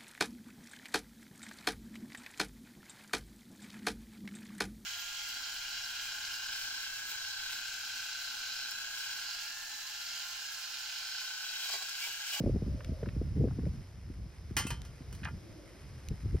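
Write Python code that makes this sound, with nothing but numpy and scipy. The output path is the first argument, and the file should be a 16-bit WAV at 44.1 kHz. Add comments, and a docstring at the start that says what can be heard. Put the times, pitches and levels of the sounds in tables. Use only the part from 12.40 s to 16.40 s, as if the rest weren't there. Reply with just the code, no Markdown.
"""Wind buffets the microphone outdoors and grit crunches underfoot, over soft air hiss and faint hums.
A crucible in tongs clanks on a steel muffin tin: cracks, ringing modes, a clink and a stick-slip scrape.
Molten metal is a faint sizzle of random spits that lies under it all and grows towards the end.
Sharp ticks, one in the grit and two from the metal, are tiny noise puffs; the wind is shaped noise
plus single low thumps."""
import sys
import numpy as np
from scipy import signal
from scipy.fft import rfft, irfft
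from scipy.io import wavfile
from scipy.ndimage import uniform_filter1d

SR = 44100
rng = np.random.default_rng(int(sys.argv[2]) if len(sys.argv) > 2 else 0)


def output_pcm(signal):
    """Save a mono or channel-first signal as 16-bit PCM at the path in sys.argv[1].

    Samples are clipped to [-1, 1] before scaling.
    """
    pcm = np.clip(np.atleast_2d(signal).T, -1, 1) * 32767
    wavfile.write(sys.argv[1], SR, np.round(pcm).astype(np.int16))


N = 176400

# Strongest modes of the steel tin. Each row: frequency in Hz, level in dB, t60 in seconds.
TIN_MODES = [(864, -7, .45), (955, -8, .2), (1181, -2, .33), (1411, -2, .55), (1614, -5, .22),
             (1700, 1, .22), (1828, 1, .22), (2026, 0, .25), (2081, 0, .3), (2467, 5, .22), (2790, -2, .2),
             (2889, -3, .22), (3009, 2, .25), (3097, 3, .35), (3300, -7, .3), (4085, -4, .2),
             (4376, -4, .2), (4673, -4, .22), (5432, -7, .22), (5820, -5, .22), (6017, -2, .16)]
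# Strength of the wind at the microphone. Each row: time in seconds, level in dB.
WIND_LEVEL = [(0, -42), (0.1, -29), (0.26, -41), (0.35, -33), (0.43, -48), (0.5, -35), (0.57, -44),
              (0.72, -44), (0.8, -35), (0.92, -38.5), (1.0, -28.5), (1.12, -38), (1.35, -39), (1.46, -51),
              (1.65, -45), (1.86, -42), (1.93, -57), (2.08, -41.5), (2.32, -41), (2.58, -53.5), (2.69, -45),
              (2.95, -44), (3.1, -56), (3.3, -55.5), (3.58, -46.5), (3.65, -51.5), (3.72, -33.5),
              (3.77, -51), (3.86, -34.5), (3.91, -42), (3.965, -28), (4, -50)]
# Size of the unlike part of left and right, relative to the part they share
WIND_APART, AIR_APART, HIT_APART = 0.13, 0.38, 0.24
EDGE_HZ = 16000  # upper limit of the sound


def amp(db):
    """Decibels to gain."""
    return 10 ** (np.asarray(db) / 20)


def unit(x):
    """Scales to an rms of 1."""
    return x / np.sqrt(np.mean(x ** 2) + 1e-20)


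def spectrum(points, hz):
    """Reads a table on a log-frequency axis."""
    table_hz, value = np.transpose(points)
    return np.interp(np.log(hz + 1), np.log(table_hz + 1), value)


def curve(points):
    """Reads a table over time, one value per sample."""
    return np.interp(np.arange(N) / SR, *np.transpose(points))


def wander(seconds):
    """Smooth random curve of rms 1 that changes over about this time."""
    span = max(int(seconds * SR), 2)
    once = uniform_filter1d(rng.standard_normal(N), span)
    return unit(uniform_filter1d(once, span))


def add(mix, start_s, sound):
    """Mixes a sound in from a start time, cutting it off at the end of the scene."""
    part = mix[:, round(start_s * SR):][:, :sound.shape[1]]
    part += sound[:, :part.shape[1]]


def pair(shape, apart):
    """Random values for left and right, mostly alike."""
    mid, side = rng.standard_normal((2,) + shape)
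    return np.array([mid + apart * side, mid - apart * side])


def colour(x, points):
    """Filters a sound by a table of gains in dB over frequency."""
    hz = np.fft.rfftfreq(x.shape[-1], 1 / SR)
    return irfft(rfft(x) * amp(spectrum(points, hz)), x.shape[-1])


def band(x, centre_hz, octaves):
    """Keeps a bell-shaped band round a centre."""
    hz = np.fft.rfftfreq(x.shape[-1], 1 / SR) + 1
    bell = np.exp(-.5 * (np.log2(hz / centre_hz) / octaves) ** 2)
    return irfft(rfft(x) * bell, x.shape[-1])


def ring(modes, t):
    """Decaying sines of random phase, one row per mode."""
    hz, db, t60 = np.transpose(modes)[:, :, None]
    return amp(db - 60 * t / t60) * np.sin(2 * np.pi * (hz * t + rng.random(hz.shape)))


def bursts(rows, octaves, decay_s, apart):
    """Short dying puffs of noise, each in a broad band round its own centre."""
    out = np.zeros((2, N))
    t = np.arange(-SR // 50, SR // 10) / SR  # room ahead of the onset for the filter's spread
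    for start_s, db, centre_hz in rows:
        noise = pair(t.shape, apart) * (t >= 0) * np.exp(-abs(t) / decay_s)
        puff = band(noise, centre_hz, octaves)
        same_energy = np.sqrt(decay_s * SR / np.sum(puff ** 2))
        add(out, start_s + t[0], amp(db) * puff * same_energy)
    return out


def air():
    """The soft hiss of the open air: steady coloured noise with a slowly moving level."""
    # Colour of the hiss. Each row: frequency in Hz, gain in dB.
    air_colour = [(50, 12), (350, 12.5), (900, 2), (2000, -2), (3300, -5), (4600, -4.5), (5100, 1.5),
                  (6500, -7), (8200, -14), (12500, -12.5), (16000, -39)]
    # Loudness of the hiss. Each row: time in seconds, level in dB.
    air_level = [(.6, -56.5), (.9, -59), (1.35, -57.5), (1.6, -61), (2.7, -57.5), (4, -57.5)]
    return amp(curve(air_level)) * unit(colour(pair((N,), AIR_APART), air_colour))


def hum():
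    """Faint hollow hums: narrow, wavering bands of noise that swell and fade."""
    # Each row: middle in seconds, level in dB, centre in Hz.
    hum_swells = [(.5, -56, 576), (3.15, -63.5, 568), (3.15, -58, 325)]
    swell_s, octaves = 0.27, 0.16
    out, t = np.zeros((2, N)), np.arange(N) / SR
    for middle_s, db, centre_hz in hum_swells:
        swell = np.exp(-((t - middle_s) / swell_s) ** 2)
        out += amp(db) * swell * unit(band(pair((N,), AIR_APART), centre_hz, octaves))
    return out


def wind():
    """Lumpy low turbulence: deep noise evened out in level, then made to follow the gusts."""
    # Colour of the turbulence. Each row: frequency in Hz, gain in dB.
    wind_colour = [(20, -27), (50, 5), (75, 5.5), (130, -3), (220, -15.5), (700, -49), (4000, -100)]
    lump_db, lump_s = 2.5, 0.027
    flow = colour(pair((N,), WIND_APART), wind_colour)
    power = uniform_filter1d((flow ** 2).mean(0), size=1500)
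    flow = flow / np.sqrt(uniform_filter1d(power, size=900))
    return flow * amp(curve(WIND_LEVEL) + lump_db * wander(lump_s))


def eddies():
    """Ragged thumps of eddies whose bass lags; stronger ones reach higher, small ones crowd into gusts."""
    # Single eddies striking the microphone. Each row: time in seconds, peak level in dB.
    strong_eddies = [(.003, -22.5), (.037, -22), (.062, -20), (.073, -23), (.093, -23.5), (.146, -26),
                     (0.159, -23.5), (0.22, -26), (.261, -32), (0.278, -30), (.519, -30.5), (.628, -25.5),
                     (.669, -30.5), (.763, -29), (0.814, -26), (.967, -29), (.978, -27.5), (1.010, -23.5),
                     (1.041, -21.5), (1.051, -24.5), (1.075, -27.5), (1.187, -27.5), (1.235, -29.5),
                     (1.265, -25), (1.338, -36), (1.701, -35), (2.11, -34.5), (2.251, -28.5),
                     (2.608, -39.5), (2.82, -37), (3.094, -40.5), (3.713, -31.5), (3.845, -36.5),
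                     (3.948, -29)]
    top_at_0_db_hz, db_per_octave, low_hz = 1352, 17.5, 83  # upper edge, its fall with level, lower edge
    lag_cycles, wake_s, roughness = 1.1, 0.0063, 0.77
    most_per_s, small_db = 110, 0  # small eddies: rate in the strongest gust, peak relative to the wind
    out = np.zeros((2, N))
    t = np.arange(SR // 5) / SR
    hz = np.fft.rfftfreq(SR // 5, 1 / SR) + 1
    gust_db = curve(WIND_LEVEL)
    chance = most_per_s / SR * amp(gust_db - gust_db.max())
    hits = np.flatnonzero(rng.random(N) < chance)
    small_eddies = [(i / SR, gust_db[i] + small_db) for i in hits]
    for strike_s, db in strong_eddies + small_eddies:
        top_hz = top_at_0_db_hz * 2 ** (db / db_per_octave)
        low_edge = 1 + (low_hz / hz) ** 4
        high_edge = np.hypot(1, (hz / top_hz) ** 5)
        size = 1 / hz / low_edge / high_edge
        wake = unit(rfft(pair(t.shape, WIND_APART) * np.exp(-t / wake_s)))
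        # Each frequency arrives late by the same number of its own cycles
        lag = np.exp(2j * np.pi * (rng.random() - lag_cycles * np.log(hz)))
        thump = irfft(size * (1 + roughness * wake) * lag)
        add(out, max(strike_s - 1 / top_hz, 0), amp(db) * thump / abs(thump).max())
    return out


def grit():
    """Grit crunching underfoot: each crunch is a short puff of mid-range noise."""
    # Each row: start in seconds, level in dB, centre in Hz.
    grit_crunches = [(.4065, -44.5, 1400), (.4455, -46, 2170), (.6314, -48.5, 1420), (.6595, -44.5, 1240),
                     (.6882, -44, 1860), (1.084, -52, 1190), (1.1093, -47.5, 1040), (1.1936, -51, 1270),
                     (1.254, -53, 1700)]
    return bursts(grit_crunches, octaves=0.57, decay_s=0.0041, apart=HIT_APART)


def ticks():
    """Sharp ticks, first the click of a grit crunch, then two of the metal: very short, wide, bright puffs."""
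    # Each row: start in seconds, level in dB, centre in Hz.
    tick_hits = [(.447, -39, 4200), (2.4182, -37.5, 3300), (3.6866, -34, 4600)]
    return bursts(tick_hits, octaves=0.93, decay_s=0.00066, apart=HIT_APART)


def pour():
    """Tiny spits of molten metal sizzle in uneven surges and set the tin ringing faintly."""
    # The running metal. Each row: time in seconds, level in dB.
    pour_level = [(2.3, -69.5), (2.5, -66.5), (3.1, -68.5), (3.45, -65), (4, -65.5)]
    # Colour of the sizzle. Each row: frequency in Hz, gain in dB.
    sizzle_colour = [(700, -10.5), (1400, -1), (2200, 0.5), (3200, -15), (11000, -13), (16000, -52)]
    drops_per_s, spread_db = 1000, 1
    surge_db, surge_s = 2, 0.036
    ring_db = -10  # relative to the sizzle
    landing = rng.random(N) < drops_per_s / SR
    extra_db = spread_db * np.minimum(rng.exponential(1, N), 4)
    drops = pair((N,), AIR_APART) * landing * amp(extra_db)
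    drops = drops * amp(surge_db * wander(surge_s))
    tin_ring = ring(TIN_MODES, np.arange(SR // 4) / SR).sum(0)
    body = signal.oaconvolve(drops, tin_ring[None], axes=1)[:, :N]
    return amp(curve(pour_level)) * (unit(colour(drops, sizzle_colour)) + amp(ring_db) * unit(body))


def scrape():
    """The lip sticks and slips: each slip is a short rasp and a choked ring of modes near its pitch."""
    # The crucible's lip slips along the rim. Each row: start in seconds, level in dB, centre in Hz.
    lip_slips = [(2.833, -42, 1670), (2.839, -51.5, 3450), (2.848, -46, 5160), (2.8532, -35, 1720),
                 (2.8586, -39.5, 1180), (2.8729, -40.5, 1280), (2.8861, -41.5, 1060)]
    octaves, rasp_s = 0.58, 0.0051
    ring_db, ring_s = 0.5, 0.025  # ring peak relative to the slip's level, and the time that chokes it
    out, t = np.zeros((2, N)), np.arange(SR // 4) / SR
    mode_hz = np.transpose(TIN_MODES)[0]
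    for start_s, db, centre_hz in lip_slips:
        reach = np.exp(-abs(np.log2(mode_hz / centre_hz)) / octaves)
        tones = reach @ ring(TIN_MODES, t) * np.exp(-t / ring_s)
        add(out, start_s, amp(db + ring_db) * np.tile(tones / abs(tones).max(), (2, 1)))
    return out + bursts(lip_slips, octaves, rasp_s, HIT_APART)


def tongs():
    """One thin clink of steel: a few decaying modes, alike on both sides."""
    # Modes of the tongs. Each row: frequency in Hz, level in dB.
    tongs_modes = [(2649, 0.5), (2762, -10), (7650, 1), (10550, -5)]
    start_s, clink_db, t60 = 2.2666, -42.5, 0.16
    out, t = np.zeros((2, N)), np.arange(SR // 3) / SR
    clink = ring([(hz, db, t60) for hz, db in tongs_modes], t).sum(0)
    add(out, start_s, amp(clink_db) * np.tile(clink, (2, 1)))
    return out


def tin(count=320):
    """Each knock is a brief crack, then the tin's strong modes and a thicket of weaker ones."""
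    # Crucible on the tin. Each row: start in seconds, level in dB, brightness in dB per octave,
    # ring length as a share of the free ring.
    tin_knocks = [(2.1666, -26, 1, 0.96), (2.1785, -42.5, 4.5, 0.36), (2.1874, -32.5, 0.5, 0.32),
                  (2.196, -33.5, -1.5, 0.36), (2.268, -44, 6.5, 1.56), (2.3038, -34.5, -1.5, 0.61),
                  (2.4493, -53.5, 1.5, 0.92), (2.7262, -53, 6.5, 0.89), (2.749, -57.5, 9, 1.5)]
    # Dense weaker modes of the sheet. Each row: frequency in Hz, level in dB.
    sheet_colour = [(300, 6.5), (650, -6), (850, 5), (1800, -1), (3600, -5.5), (6300, -1.5), (10000, -8.5),
                    (13000, -9), (16000, -18)]
    # Decay of the sheet. Each row: frequency in Hz, t60 in seconds.
    sheet_t60 = [(300, 0.32), (1500, 0.32), (9000, 0.23), (16000, .08)]
    modes_db, sheet_db, crack_db = -6, -6, 0
    spread_db, crack_s, attack_s = 2, 0.0052, 0.0009
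    out, t = np.zeros((2, N)), np.arange(SR // 2) / SR
    # One weak mode at a random place in each of many steps, even on a square-root frequency axis
    edges = np.linspace(np.sqrt(sheet_colour[0][0]), np.sqrt(EDGE_HZ), count)
    hz = (edges + rng.random(count) * (edges[1] - edges[0])) ** 2
    uneven_db = spread_db * np.clip(rng.standard_normal(count), -2, 1.5)
    weak_db = spectrum(sheet_colour, hz) + 10 * np.log10(hz) + uneven_db
    thicket = ring(np.transpose([hz, weak_db, spectrum(sheet_t60, hz)]), t)
    strong, strong_hz = ring(TIN_MODES, t), np.transpose(TIN_MODES)[0]
    for start_s, db, tilt_db, share in tin_knocks:
        sheet = pair((count,), HIT_APART) * amp(tilt_db * np.log2(hz)) @ thicket
        tones = amp(tilt_db * np.log2(strong_hz)) @ strong
        # Level both by their first 10 ms
        sheet, tones = (v / np.std(v[..., t < .01]) for v in (sheet, tones))
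        noise = colour(pair(t.shape, HIT_APART), sheet_colour)
        crack = unit(noise) * np.exp(-t / crack_s) * amp(tilt_db)
        # Shares below 1 choke the ring, shares above 1 stretch it
        extra_decay = 1 / np.clip(share, .1, 1.3) - 1
        damping = amp(-60 * t / sheet_t60[1][1] * extra_decay)
        body = (amp(sheet_db) * sheet + amp(modes_db) * tones) * damping
        attack = np.minimum(t / attack_s, 1)
        add(out, start_s, amp(db) * (body + amp(crack_db) * crack) * attack)
    return out


def scene():
    """Everything is close and dry: there are no walls."""
    outdoors = air() + hum() + wind() + eddies()
    metal = pour() + scrape() + tongs() + tin()
    return outdoors + grit() + ticks() + metal


def record(dry):
    """The two microphone ports differ in phase; then a low cut and the band limit."""
    # Phase by which the left port leads. Each row: frequency in Hz, phase in radians.
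    port_phase = [(1900, 0), (2700, .8), (4300, .8), (5100, 0), (7000, 3.05), (7800, 3.25), (9900, 6.2),
                  (11500, 6.4), (12700, 9.3), (14400, 9.6), (15400, 12.5)]
    low_cut_hz = 30
    hz = np.fft.rfftfreq(2 * N, 1 / SR)
    phase = spectrum(port_phase, hz)
    low_cut = 1 / np.sqrt(1 + (low_cut_hz / (hz + 1)) ** 8)
    turn = np.exp(.5j * np.array([phase, -phase]))  # half the lead on each side
    ports = irfft(rfft(dry, 2 * N) * low_cut * turn)[:, :N]
    band_limit = signal.firwin(255, EDGE_HZ, window=("kaiser", 9), fs=SR)
    return signal.oaconvolve(ports, band_limit[None], "same")


dry = scene()
out = record(dry)
output_pcm(out)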